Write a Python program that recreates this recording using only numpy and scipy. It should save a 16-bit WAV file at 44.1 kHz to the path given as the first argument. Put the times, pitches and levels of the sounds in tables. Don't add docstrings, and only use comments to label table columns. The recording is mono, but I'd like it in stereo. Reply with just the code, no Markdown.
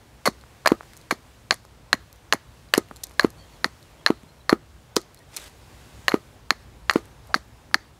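import sys
import numpy as np
from scipy import signal
from scipy.fft import rfft, irfft, next_fast_len
from scipy.io import wavfile
from scipy.ndimage import uniform_filter1d, map_coordinates

SR = 44100
rng = np.random.default_rng(int(sys.argv[2]) if len(sys.argv) > 2 else 0)


def level_to_linear(level):
    exponent = np.asarray(level, float) / 20
    return 10 ** exponent


def transcribe(signal):
    frames = np.atleast_2d(signal).T
    limited = np.clip(frames, -1, 1)
    pcm = np.round(limited * 32767).astype(np.int16)
    wavfile.write(sys.argv[1], SR, pcm)


N = 352359

# start [s], knock [dB], stick bending [dB], steel [dB], fibre snap [dB].
BITES = [(0.256, -29, -21.5, -36, -32), (0.6597, -6, -13, -24, -20.5), (0.6738, -0.5, -11, -11.5, -13.5),
         (1.1098, -10.5, -24.5, -31.5, -24), (1.5089, 1, -11.5, -11, -36.5), (1.93, 4.5, -11.5, -14, -22),
         (2.3254, 3, -10, -12.5, -21.5), (2.7385, 4.5, -10.5, -12.5, -9), (3.1957, 1.5, -17, -17.5, -19.5),
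         (3.6445, 0.5, -12.5, -16, -19), (4.063, 1.5, -17.5, -11, -16.5), (4.4946, -1.5, -17.5, -16.5, -23),
         (4.966, -13, -19, -9, -10), (6.082, 1, -15.5, -18.5, -14), (6.5064, 3, -9.5, -8.5, -16),
         (6.8968, 0.5, -16, -19, -26.5), (7.3431, -2.5, -13.5, -20, -40), (7.7438, 3.5, -12, -9, -20)]
# knock [Hz], bending [Hz], steel [Hz], damping [factor].
GRIPS = [(1600, 1050, 3400, 2.9), (1670, 1120, 4200, 1.3), (1900, 990, 4830, 1.2), (1710, 1210, 6600, 0.59),
         (1710, 1140, 4500, 1.09), (1744, 1180, 4150, 1.2), (1755, 1130, 4500, 1.33),
         (1835, 1190, 4480, 1.32), (1800, 1160, 4225, 0.75), (1900, 1290, 4320, 1.1),
         (1790, 1250, 4140, 0.79), (1735, 1224, 4360, 0.85), (1580, 1040, 4820, 1.9),
         (1860, 1135, 4370, 0.92), (1814, 1220, 4380, 1.2), (1675, 1200, 4420, 0.93),
         (1700, 1294, 4320, 0.93), (1810, 1310, 4550, 1.18)]
# low, middle and high mode [dB over the knock].
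FREED = [(10, 1, -17.5), (-1.5, -7.5, -30.5), (-18.5, -27, -5), (0.5, -0.5, -11), (-10, 0, -4),
         (-16, -17, -4.5), (-9, -23, 1), (-16.5, -11, 1.5), (-9.5, -17.5, -12.5), (-19, -24, -29),
         (-12, -19, -7), (-6.5, -34, -16), (-4.5, 7, -10.5), (-15.5, -16.5, -6), (-16.5, -0.5, -7),
         (-19.5, -4, -4.5), (-4.5, -28, -20.5), (-20, -28, -9.5)]
# peak of first swing [s], first swing [dB], pitch [Hz], second swing [dB over the
THUDS = [
    (0.7199, -2.8, 334, -7.8),
    (2.7799, -5.7, 345, -4.9),
    (3.2474, -3.1, 337, -6.6),
    (4.1045, -5.5, 328, -5.3),
    (4.5291, -1.1, 327, -9.7),
    (4.9686, -10.2, 359, -3.5),
    (6.1426, -5.1, 338, -3.6),
    (6.9595, -5.4, 340, -2.1),
]
# share of steel pitch [ratio], width [Hz], level [dB].
STEEL = [(1, 270, -0.5), (1.08, 320, -11.5), (1.159, 299.5, -13)]
# frequency [Hz], width [Hz], level [dB].
HEAD = [(4200, 82, -17), (5860, 240, -13), (6850, 310, -10), (10780, 1800, -16), (4220, 39, -28)]
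LOOSE_GRIP = (2114, 1210, 4369)
CRACK_LENGTH = SR // 16


def unit(x):
    return x / np.sqrt(np.mean(x ** 2) + 1e-20)


def along(points, hz):
    f, v = np.transpose(points)
    return np.interp(np.log(hz + 1), np.log(f + 1), v)


def curves(rows, outside=None):
    s, *cols = np.transpose(rows)
    return [np.interp(np.arange(N) / SR, s, c, outside, outside) for c in cols]


def wobble(rate):
    knots = rng.standard_normal(int(N * rate / SR) + 4)
    return map_coordinates(knots, [np.arange(N) * rate / SR])


def filtered(x, response):
    m = next_fast_len(N + SR // 2)
    return irfft(rfft(x, m) * response(np.fft.rfftfreq(m, 1 / SR)), m)[..., :N]


def colour(x, spectrum):
    return filtered(x, lambda hz: level_to_linear(along(spectrum, hz)))


def resonate(x, modes):
    def body(f):
        total = 0
        for k, (c, w, db) in enumerate(modes):
            total = total + (-1) ** k * level_to_linear(db) * 1j * f * w / (c * c - f * f + 1j * f * w)
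        return total
    return filtered(x, body)


def band(x, order, hz, kind):
    return signal.sosfilt(signal.butter(order, hz, kind, fs=SR, output="sos"), x)


def rush(spectrum, patchy_db):
    # frequency [Hz], side over mid [dB].
    side_over_mid = [(60, -27), (110, -18), (200, -4), (380, 1), (700, 2), (1290, 2), (2380, 3), (4400, 1),
                     (8120, -1), (15000, 1)]
    z = signal.stft(rng.standard_normal((2, N)), nperseg=512)[2]
    field = uniform_filter1d(uniform_filter1d(rng.standard_normal(z.shape[1:]), 6, 0), 14, 1)
    pair = signal.istft(z * level_to_linear(patchy_db * unit(field)), nperseg=512)[1][:, :N]

    def spread(hz):
        angle = np.arctan(level_to_linear(along(side_over_mid, hz)))
        return level_to_linear(along(spectrum, hz)) * [np.cos(angle), np.sin(angle)]
    mid, side = filtered(pair, spread)
    return unit(np.array([mid + side, mid - side]))


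def crack(grip, freed, knock_db, bend_db, steel_db, snap_db, damping, snap_t60, rise,
          climb=0, thin=1, swell=0, head_db=0, steel_climb=0, lag=0):
    # share of knock pitch [ratio], width [Hz], level [dB].
    knock_modes = [(0.9054, 239, 5), (0.773, 160, -7.5)]
    # share of bending pitch [ratio], width [Hz], level [dB].
    bend_modes = [(0.719, 275.5, -2), (1.002, 413, 11)]
    # frequency [Hz], width [Hz].
    side_modes = [(630, 168), (2290, 220), (2890, 237)]
    t = np.arange(CRACK_LENGTH) / SR
    knock_hz, bend_hz, steel_hz = grip
    wood, metal = rise + lag, rise + swell
    # Hz, width Hz, dB, rise s, climb Hz per ms
    modes = [(share * knock_hz, w, db + knock_db, wood, climb) for share, w, db in knock_modes]
    modes += [(hz, w, db + knock_db, wood, 0) for (hz, w), db in zip(side_modes, freed)]
    modes += [(share * bend_hz, w, db + bend_db, wood + 0.00017, 0) for share, w, db in bend_modes]
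    modes += [(share * steel_hz, thin * w, db + steel_db, metal, steel_climb) for share, w, db in STEEL]
    modes += [(hz, thin * w, db + steel_db + head_db, metal, 0) for hz, w, db in HEAD]
    modes += [(4480, 7700, snap_db - 21, rise, 0)]
    ring = 0
    for hz, w, db, start, up in modes:
        detune, luck_db = rng.standard_normal(2) * [.006, 1]
        swelling = 1 - np.exp(-(t / start) ** 2)
        decay = np.exp(-np.pi * damping * w * t)
        tone = np.sin(2 * np.pi * (hz * (1 + detune) + 1000 * up * t / 2) * t)
        ring = ring + level_to_linear(db + luck_db) * swelling * decay * tone
    snap = band(rng.standard_normal((2, len(t))), 3, [4500, 13500], "bandpass")
    snap = snap * level_to_linear(snap_db - 60 * t / snap_t60) * (1 - np.exp(-(t / rise) ** 2))
    return -(ring + snap[0] + 0.41 * snap[1] * [[1], [-1]])


def place(out, s, sound, lean_db):
    out[:, round(s * SR):][:, :CRACK_LENGTH] += sound * level_to_linear(lean_db * np.array([[.5], [-.5]]))


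def bites():
    knock_climbs = [0.1, 5, 0.1, 6.1, 20, 23, 22.4, 10, 6.8, 13, 27, 76, 0.1, 46, 13, 140, 4.7, 20]
    # first inward spike [dB], free head [dB], steel climb [Hz per ms].
    edge_rows = [(-34, -6, 5), (-10.5, -3.5, 5), (-12.5, -6, 5), (-33, -6, 4.5), (-10.5, 2.5, 5),
                 (-9.5, 5.5, 5), (-8, -0.5, 5), (-6.5, -11, 5), (-11.5, -1, 4.6), (-17, -12.5, 5),
                 (-14, -5.5, 5), (-27.5, -12, 5), (-6.5, -15.5, 5), (-7, -1.5, 15), (-6, -3.5, 5),
                 (-2.5, -1, 5), (-14.5, -9.5, 30), (-8, -4, 5)]
    out = np.zeros((2, N + SR))
    t = np.arange(CRACK_LENGTH) / SR
    for row, (*grip, damping), freed, climb, edge in zip(BITES, GRIPS, FREED, knock_climbs, edge_rows):
        s, knock_db, bend_db, steel_db, snap_db = row
        spike_db, head_db, steel_climb = edge
        sound = crack(grip, freed, knock_db - 3.0, bend_db + 12.0, steel_db + 10.0, snap_db + 3.5, damping,
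                      snap_t60=0.0059, rise=0.0002, climb=climb, head_db=head_db,
                      steel_climb=steel_climb, lag=0.00045)
        spike = level_to_linear(spike_db) * np.exp(-((t - 0.00028) / 0.00008) ** 2)
        place(out, s - .0003, sound - spike, 2.4)
    return out[:, :N]


def jolts():
    # start [s], knock [dB], stick bending [dB], steel [dB], fibre snap [dB].
    jolt_rows = [(0.265, -20, -12, -32, -28), (0.2595, -37, -37, -27, -17), (0.2741, -26, -6.5, -11, -28),
                 (0.2762, -20, -5, -13, -24.5), (0.6607, -6.5, -11.5, -31, -21),
                 (0.677, -11.5, -29, -16, -17.5), (1.519, -38.5, -17.5, -17.5, -38.5),
                 (1.5217, -26, -37, -22, -33), (1.525, -43.5, -22, -23, -33.5),
                 (2.3343, -43.5, -3, -27, -17.5), (2.7486, -18.5, -15.5, -19, -26.5),
                 (3.2082, -41, -33, -14.5, -35), (4.0718, -16, -6.5, -10.5, -39.5),
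                 (4.5, -33, -20, -17.5, -24), (6.092, -40.5, -22.5, -13, -43),
                 (6.9094, -15.5, -14.5, -24, -26.5), (7.347, -22, -36, -12, -25),
                 (7.748, -44, -17.5, -25, -35.5)]
    # steel [Hz], share of stick pitch [ratio], damping [factor].
    jolt_grips = [(4320, .99, 2.1), (4450, 0.93, 1.6), (4320, 0.74, 1.87), (4430, 1.1, 1.5),
                  (4300, 1.1, 0.69), (4850, 1.4, 1.6), (4500, .99, 1.6), (4500, .99, 1.6), (4500, 1.1, 1.5),
                  (4200, .99, 2.2), (5030, .99, 1.4), (4350, 1.1, 1.6), (4390, 1.1, 1.84), (4300, 0.9, 1.2),
                  (4220, 0.76, 2.1), (4520, 1.03, 1.12), (4580, 1.6, 1.6), (4740, 0.9, 1.5)]
    out = np.zeros((2, N + SR))
    starts = [row[0] for row in BITES]
    for (s, knock_db, bend_db, steel_db, snap_db), (steel_hz, share, damping) in zip(jolt_rows, jolt_grips):
        bite = np.searchsorted(starts, s) - 1
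        knock_hz, bend_hz, *_ = GRIPS[bite]
        sound = crack((share * knock_hz, share * bend_hz, steel_hz), FREED[bite],
                      knock_db + 3.5, bend_db + 10, steel_db + 14.5, snap_db + 6.0, damping,
                      snap_t60=0.012, rise=0.00088, thin=0.85, swell=0.00068, head_db=-8)
        place(out, s, sound, 2.0 + 1.4 * rng.standard_normal())
    return out[:, :N]


def late_breaks():
    # start [s], knock [dB], stick bending [dB], brightness [dB].
    tap_rows = [(0.438, -47, -39.5, -66), (0.65, -60.5, -42, -63.5), (0.6892, -22.5, -27, -42.5),
                (0.705, -42, -29, -37.5), (0.8083, -40.5, -28.5, -66), (0.8318, -43, -40, -50),
                (0.934, -33, -72, -39.5), (1.6507, -57, -43, -44), (1.9498, -32, -61, -44.5),
                (2.758, -20, -36, -40), (2.777, -52, -45, -21), (2.7778, -50, -43, -10.5),
                (2.7826, -55, -50, -25.5), (2.77, -34, -37, -45.5), (2.8857, -42, -54.5, -48),
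                (2.9118, -58, -32, -49), (3.1099, -39, -42.5, -45), (3.2146, -46, -32, -50.5),
                (3.224, -53.5, -37, -56.5), (3.2319, -29, -37, -32), (4.0826, -26, -30.5, -46),
                (4.0942, -41.5, -37, -42), (4.088, -41, -33, -55), (4.527, -21.5, -17, -36),
                (4.5097, -36, -26, -47.5), (4.516, -42, -27, -49), (4.522, -41.5, -22, -47),
                (6.101, -47, -34, -57.5), (6.11, -46, -40.5, -60), (6.928, -45, -35, -55),
                (4.2324, -42.5, -46, -48), (6.1184, -21.5, -25.5, -34.5), (6.9354, -34, -33, -26),
                (7.055, -44, -52, -44), (7.713, -55, -40.5, -58)]
    tap_grips = [(.99, 2.1), (.99, 1.1), (.99, 1.5), (.99, 1.7), (.99, 1.92), (.99, 2.2), (.99, 2.7),
                 (.99, 2.2), (.99, 1.2), (.99, 1.3), (.99, 2.2), (.99, 2.8), (.99, 1.9), (.99, 1.3),
                 (.99, 1.9), (.99, 2.04), (.99, 1.9), (.9, 1.4), (1.05, 1.1), (.95, 0.85), (1.1, 1.7),
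                 (1.05, 1.2), (1.1, 1.4), (.99, 1.2), (.99, 1.9), (.99, 2.3), (.99, 2.5), (.99, 1.5),
                 (1.05, 1.2), (1.05, 1.3), (.99, 2.2), (1.08, 0.88), (.95, 1.7), (.99, 1.8), (.99, 2.2)]
    # start [s], steel [dB], fibre snap [dB].
    chip_rows = [(0.4115, -44.5, -48.5), (0.7501, -65.5, -47), (0.9587, -68, -53), (0.9674, -48, -37.5),
                 (0.9732, -55, -37), (1.0132, -45, -47), (1.5415, -45.5, -27.5), (2.1278, -50, -40),
                 (2.159, -70, -47.5), (2.6877, -47, -65.5), (2.9383, -77, -48), (2.9609, -42, -36.5),
                 (2.9671, -41, -39.5), (3.036, -52, -24.5), (3.0386, -34, -18.5), (3.0684, -44, -37),
                 (3.0947, -66, -43), (2.973, -52, -48), (3.117, -56, -47.5), (3.136, -64, -50),
                 (3.14, -66, -51), (3.3033, -44, -37.5), (3.8274, -44.5, -46), (5.0041, -44, -45.5),
                 (5.015, -47, -41.5), (5.145, -66, -37.5), (5.1735, -46, -51), (5.1902, -59, -43),
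                 (5.3645, -35, -18.5), (5.3687, -24.5, -21.5), (5.3766, -35, -35), (5.441, -49, -37),
                 (7.2713, -60, -45), (3.2643, -60, -40.5), (5.398, -60, -42), (5.478, -50, -45),
                 (5.4965, -70, -48), (4.984, -44, -46)]
    landing_db = np.array((-16, -19.5, -28.5, -28))
    # start s, knock, bending, steel, snap dB, stick pitch share, damping
    events = []
    for (s, knock_db, bend_db, bright_db), grip in zip(tap_rows, tap_grips):
        events.append((s, knock_db, bend_db, bright_db - 8.0, bright_db, *grip))
    for s, steel_db, snap_db in chip_rows:
        events.append((s, snap_db - 15.5, snap_db - 32, steel_db, snap_db, 1, 1.95))
    for s, db, _, _ in THUDS:
        if db > -8:
            events.append((s - 0.00066, *(db + landing_db), 1, 1.3))
    out = np.zeros((2, N + SR))
    knock_hz, bend_hz, steel_hz = LOOSE_GRIP
    for s, knock_db, bend_db, steel_db, snap_db, share, damping in events:
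        sound = crack((share * knock_hz, share * bend_hz, steel_hz), (-17.5, -8.5, -1.5),
                      knock_db + 2.0, bend_db + 12.0, steel_db + 9.0, snap_db + 5.0, damping,
                      snap_t60=0.0095, rise=0.00042)
        place(out, s, sound, 3.0 + 0.89 * rng.standard_normal())
    return out[:, :N]


def thuds():
    # peak of first swing [s], first swing [dB], pitch [Hz], second swing [dB over
    chip_bumps = [
        (2.912, -46, 234, 19),
        (4.235, -40, 206, -2),
    ]
    # peak of first swing [s], level [dB], pitch [Hz].
    settle_rows = [
        (0.284, -19, 227),
        (1.1251, -20, 289.5),
        (1.521, -29.5, 265),
        (1.9415, -25.5, 244),
        (2.345, -26, 256),
        (3.658, -26, 248.4),
        (6.516, -28, 260),
        (7.3597, -24.5, 255),
        (7.7544, -28, 279),
    ]
    free_ring_db = [0.5, -0.5, -3, 0, -2.5, 4.5, 3, 5]
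    # frequency [Hz], width [Hz], level [dB].
    block_modes = [(324, 20, 1), (360, 71, 6.5), (543, 480, -0.5), (867, 500, -5.5), (1236, 90, 1.5),
                   (1895, 160, -23)]
    swing, drive, t = np.zeros(N + SR), np.zeros(N + SR), np.arange(SR // 6) / SR
    soft = chip_bumps + [(*row, 1.5) for row in settle_rows]
    for (s, db, hz, second_db), ring_db in zip(THUDS + soft, free_ring_db + [0] * len(soft)):
        cycle = np.arange(-.8 * SR / hz, 2.4 * SR / hz) * hz / SR
        stop = np.exp(-np.clip(cycle / 1.03, 0, 9) ** 6)
        third_swing = 0.061 * np.exp(-np.clip(cycle / 1.75, 0, 9) ** 6)
        window = np.clip((cycle + 0.72) / 0.69, 0, 1) * (stop + third_swing)
        wave = np.cos(2 * np.pi * cycle) + 0.097 * np.cos(3 * 2 * np.pi * cycle)
        start = round((s - .8 / hz) * SR)
        swing[start:][:len(cycle)] += level_to_linear(db + 0.96 + 0.77 * second_db * cycle) * window * wave
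        knock = level_to_linear(21) * np.exp(-((t - .0021) / .0001) ** 2) / 8
        rattle = level_to_linear(-4.5 - 60 * t / 0.098) * rng.standard_normal(len(t))
        drive[start:][:len(t)] += level_to_linear(db + ring_db + max(second_db, -3)) * (knock + rattle)
    return swing[:N] + resonate(drive[:N], block_modes)


def tearing():
    # start [s], burst [dB], held rip [dB], hold [s], fizz over body [dB].
    tear_rows = [(0.256, -24, -15, 0.0073, -11.5), (0.276, -24.5, -42, 0.005, -20),
                 (0.663, -24, -35, 0.044, -16), (1.1087, -21, -20, 0.0045, -13.5),
                 (1.508, -30, -29, 0.021, -4.5), (1.932, -19.5, -32.5, 0.0081, -17),
                 (2.325, -23, -20.5, 0.0079, -21.5), (2.737, -16.5, -32, 0.046, -6),
                 (3.035, -44.5, -69.5, 0.0042, 27.5), (3.199, -25, -36, 0.051, -10),
                 (3.646, -22.5, -32.5, 0.011, -8.5), (4.065, -29, -33, 0.022, -19.5),
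                 (4.497, -20.5, -35.5, 0.032, -26), (4.964, -19.5, -43, 0.012, 12),
                 (6.087, -20, -39, 0.071, -23), (6.509, -27, -38, 0.015, -15), (6.9, -26, -42, 0.082, 2),
                 (7.344, -21.5, -35.5, 0.022, -1.5), (7.744, -23, -61, 0.014, -19.5)]
    # frequency [Hz], level [dB per Hz].
    fizz_spectrum = [(1500, -48.5), (3500, 8.5), (6000, 6), (9000, 2), (12000, -13.5), (14500, -8.5),
                     (16500, -27)]
    body, fizz, t = np.zeros(N + SR), np.zeros(N + SR), np.arange(SR // 4) / SR
    for s, burst_db, held_db, held_s, fizz_db in tear_rows:
        burst = level_to_linear(burst_db - 1196.5 * t)
        release_db = 902 * np.maximum(t - held_s, 0)
        start = round(s * SR)
        body[start:][:len(t)] += np.maximum(burst, level_to_linear(held_db - release_db))
        lingering = level_to_linear(held_db - 0.38 * release_db)
        fizz[start:][:len(t)] += np.maximum(burst, lingering) * level_to_linear(fizz_db)
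    clumps_db = np.array([3 * wobble(450), 3 * wobble(300), 3 * wobble(600)])
    breaks = rng.standard_normal((3, N)) * level_to_linear(clumps_db)
    stick_modes = [(624, 350, 3.0), (1150, 175, 4), (1900, 370, 2.0), (2280, 400, -6)]
    blade_modes = [(share * LOOSE_GRIP[-1], w, db) for share, w, db in STEEL]
    stick = unit(resonate(breaks[0], stick_modes))
    steel = unit(resonate(breaks[1], blade_modes + HEAD))
    bright = unit(colour(breaks[2], fizz_spectrum))
    return level_to_linear(-2.5) * body[:N] * (stick + level_to_linear(-7.5) * steel) + level_to_linear(-13.5) * fizz[:N] * bright


def slides():
    # frequency [Hz], width [Hz], level [dB].
    drag_modes = [(660, 130, 2), (1300, 360, -18)]
    drag_s, drag_length_s, skim_s, skim_length_s = 7.291, 0.048, 4.9595, 0.0027
    t = np.arange(N) / SR
    drag = np.clip((t - drag_s) / 0.0035, 0, 1) * np.clip((drag_s + drag_length_s - t) / 0.021, 0, 1)
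    skim = (t > skim_s) * (t < skim_s + skim_length_s)
    rasp = unit(band(rng.standard_normal(N), 2, [2500, 12000], "bandpass"))
    scuff = unit(resonate(rng.standard_normal(N), drag_modes))
    return level_to_linear(-47.5) * drag * scuff + level_to_linear(-31) * skim * rasp


def yard(x):
    # frequency [Hz], time to fall 60 dB [s], level [dB].
    decay_rows = [(200, 0.15, 5.5), (674, 0.1, 0.5), (1800, 0.33, -4.5), (4200, 0.53, -11.5),
                  (9940, 0.038, 9.5)]
    hz, t, z = signal.stft(rng.standard_normal((2, SR // 2)), SR, nperseg=256)
    centre, t60, db = np.transpose(decay_rows)
    level_db = along(np.c_[centre, db], hz)[:, None]
    fall_s = along(np.c_[centre, t60], hz)[:, None]
    tail = signal.istft(z * level_to_linear(level_db - 60 * t / fall_s), SR, nperseg=256)[1]
    late = np.pad(x, (200, 0))[None]
    return signal.fftconvolve(late, tail / np.linalg.norm(tail[0]), axes=1)[:, :N]


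def sleeve():
    # time [s], level [dB].
    rub_curve = [(5.29, -61), (5.33, -51), (5.36, -47), (5.372, -33.5), (5.39, -44.5), (5.44, -45.5),
                 (5.478, -47.5), (5.49, -56), (5.53, -69)]
    # frequency [Hz], level [dB per Hz].
    cloth_spectrum = [(180, -27), (300, -4.5), (1480, -6.5), (1660, -5.5), (3890, -8), (9090, -13),
                      (14700, -23.5), (16000, -34)]
    level_db, = curves(rub_curve, outside=-120)
    grain = level_to_linear(1 + 1.5 * wobble(120) + 2 * wobble(900))
    return level_to_linear(level_db) * grain * rush(cloth_spectrum, patchy_db=1.5)


def bird():
    # start [s], length [s], start pitch [Hz], end pitch [Hz], level [dB].
    peep_rows = [
        (3.354, 0.098, 4420, 4500, -68),
        (3.365, 0.12, 3280, 3150, -73),
        (3.507, 0.049, 4510, 4350, -71),
        (3.551, 0.02, 3400, 3350, -69),
        (3.98, 0.046, 3250, 3300, -71),
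        (4.12, 0.08, 4300, 4320, -81),
        (4.263, 0.06, 4100, 4180, -72),
        (5.19, 0.046, 1900, 1870, -70),
        (4.401, 0.0194, 3990, 3930, -66),
        (5.16, 0.048, 4200, 4200, -71),
    ]
    out = np.zeros(N)
    for s, length, start_hz, end_hz, db in peep_rows:
        hz = np.linspace(start_hz, end_hz, round(length * SR))
        flutter = 1 + 0.75 * np.sin(np.arange(len(hz)) / 95)
        whistle = np.sin(2 * np.pi * np.cumsum(hz) / SR)
        out[round(s * SR):][:len(hz)] += level_to_linear(db + 12.5) * np.hanning(len(hz)) * flutter * whistle
    return out


def outdoors():
    # time [s], strength [dB].
    breeze_curve = [(0.0, -63.5), (0.93, -59), (1.2, -62), (2.45, -63), (3.56, -59.5), (4.12, -60),
                    (4.56, -65), (5.25, -61.5), (6.05, -55.5), (6.23, -61), (7.28, -62.5), (7.99, -64)]
    # time [s], nearness [dB].
    traffic_curve = [(0, -53), (1.7, -51.5), (2.3, -52), (2.8, -53), (3.35, -50.5), (4.2, -52), (5.25, -52),
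                     (6.05, -49), (7.28, -48.5), (7.99, -53)]
    # frequency [Hz], level [dB per Hz].
    hum_spectrum = [(18, -31), (30, -16.5), (42, -10), (55, 3.5), (68, 1.5), (80, -6), (112, -1.5),
                    (150, -11.5), (240, -12), (330, -59.5)]
    # frequency [Hz], level [dB per Hz].
    road_spectrum = [(94, -20), (160, -2.5), (173, -21), (253, -8), (451, -8), (1010, -10.5), (4000, -29),
                     (5200, -44.5), (8800, -120)]
    # frequency [Hz], level [dB per Hz].
    leaf_spectrum = [(900, -34.5), (1500, -0.5), (2570, -1.5), (3820, -3.5), (7680, -9), (11000, -12),
                     (14100, -15), (15740, -17), (15790, -70)]
    # frequency [Hz], level [dB per Hz].
    gust_spectrum = [(2000, -29), (4000, -7), (7000, 15), (11000, -4.5), (15700, -18.5), (15790, -73.5)]
    (breeze_db,), (traffic_db,) = curves(breeze_curve), curves(traffic_curve)
    breeze_swing = breeze_db - breeze_db.mean()
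    road_db = 0.33 * breeze_swing + 0.33 * (traffic_db - traffic_db.mean())
    levels_db = [traffic_db - 0.9, road_db - 52.5, breeze_db + 5.0, -75 + 1.8 * breeze_swing]
    spectra = [hum_spectrum, road_spectrum, leaf_spectrum, gust_spectrum]
    out = 0
    for level_db, spectrum in zip(levels_db, spectra):
        out = out + level_to_linear(level_db) * level_to_linear(.7 * wobble(7)) * rush(spectrum, patchy_db=.8)
    return out


def hiss():
    # frequency [Hz], level [dB per Hz].
    hiss_spectrum = [(6000, -30), (11000, -6), (14000, 0), (15740, 0), (15790, -60)]
    return level_to_linear(-81) * rush(hiss_spectrum, patchy_db=-4.5)


def scene():
    small = bites() + jolts() + late_breaks() + (tearing() + slides()) * level_to_linear([[.8], [-.8]])
    small = band(small, 3, 220, "highpass")
    chop = band(small, 2, 14000, "lowpass") + band(thuds(), 2, 75, "highpass")
    echo = level_to_linear(-23.0) * yard(chop.mean(axis=0))
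    return chop + echo + sleeve() + bird() + outdoors() + hiss()


def band_limit(x):
    return signal.sosfilt(signal.butter(12, 16000, fs=SR, output="sos"), x)


def record(dry):
    return band_limit(np.clip(dry, -1, 1))


dry = scene()
out = record(dry)
transcribe(out)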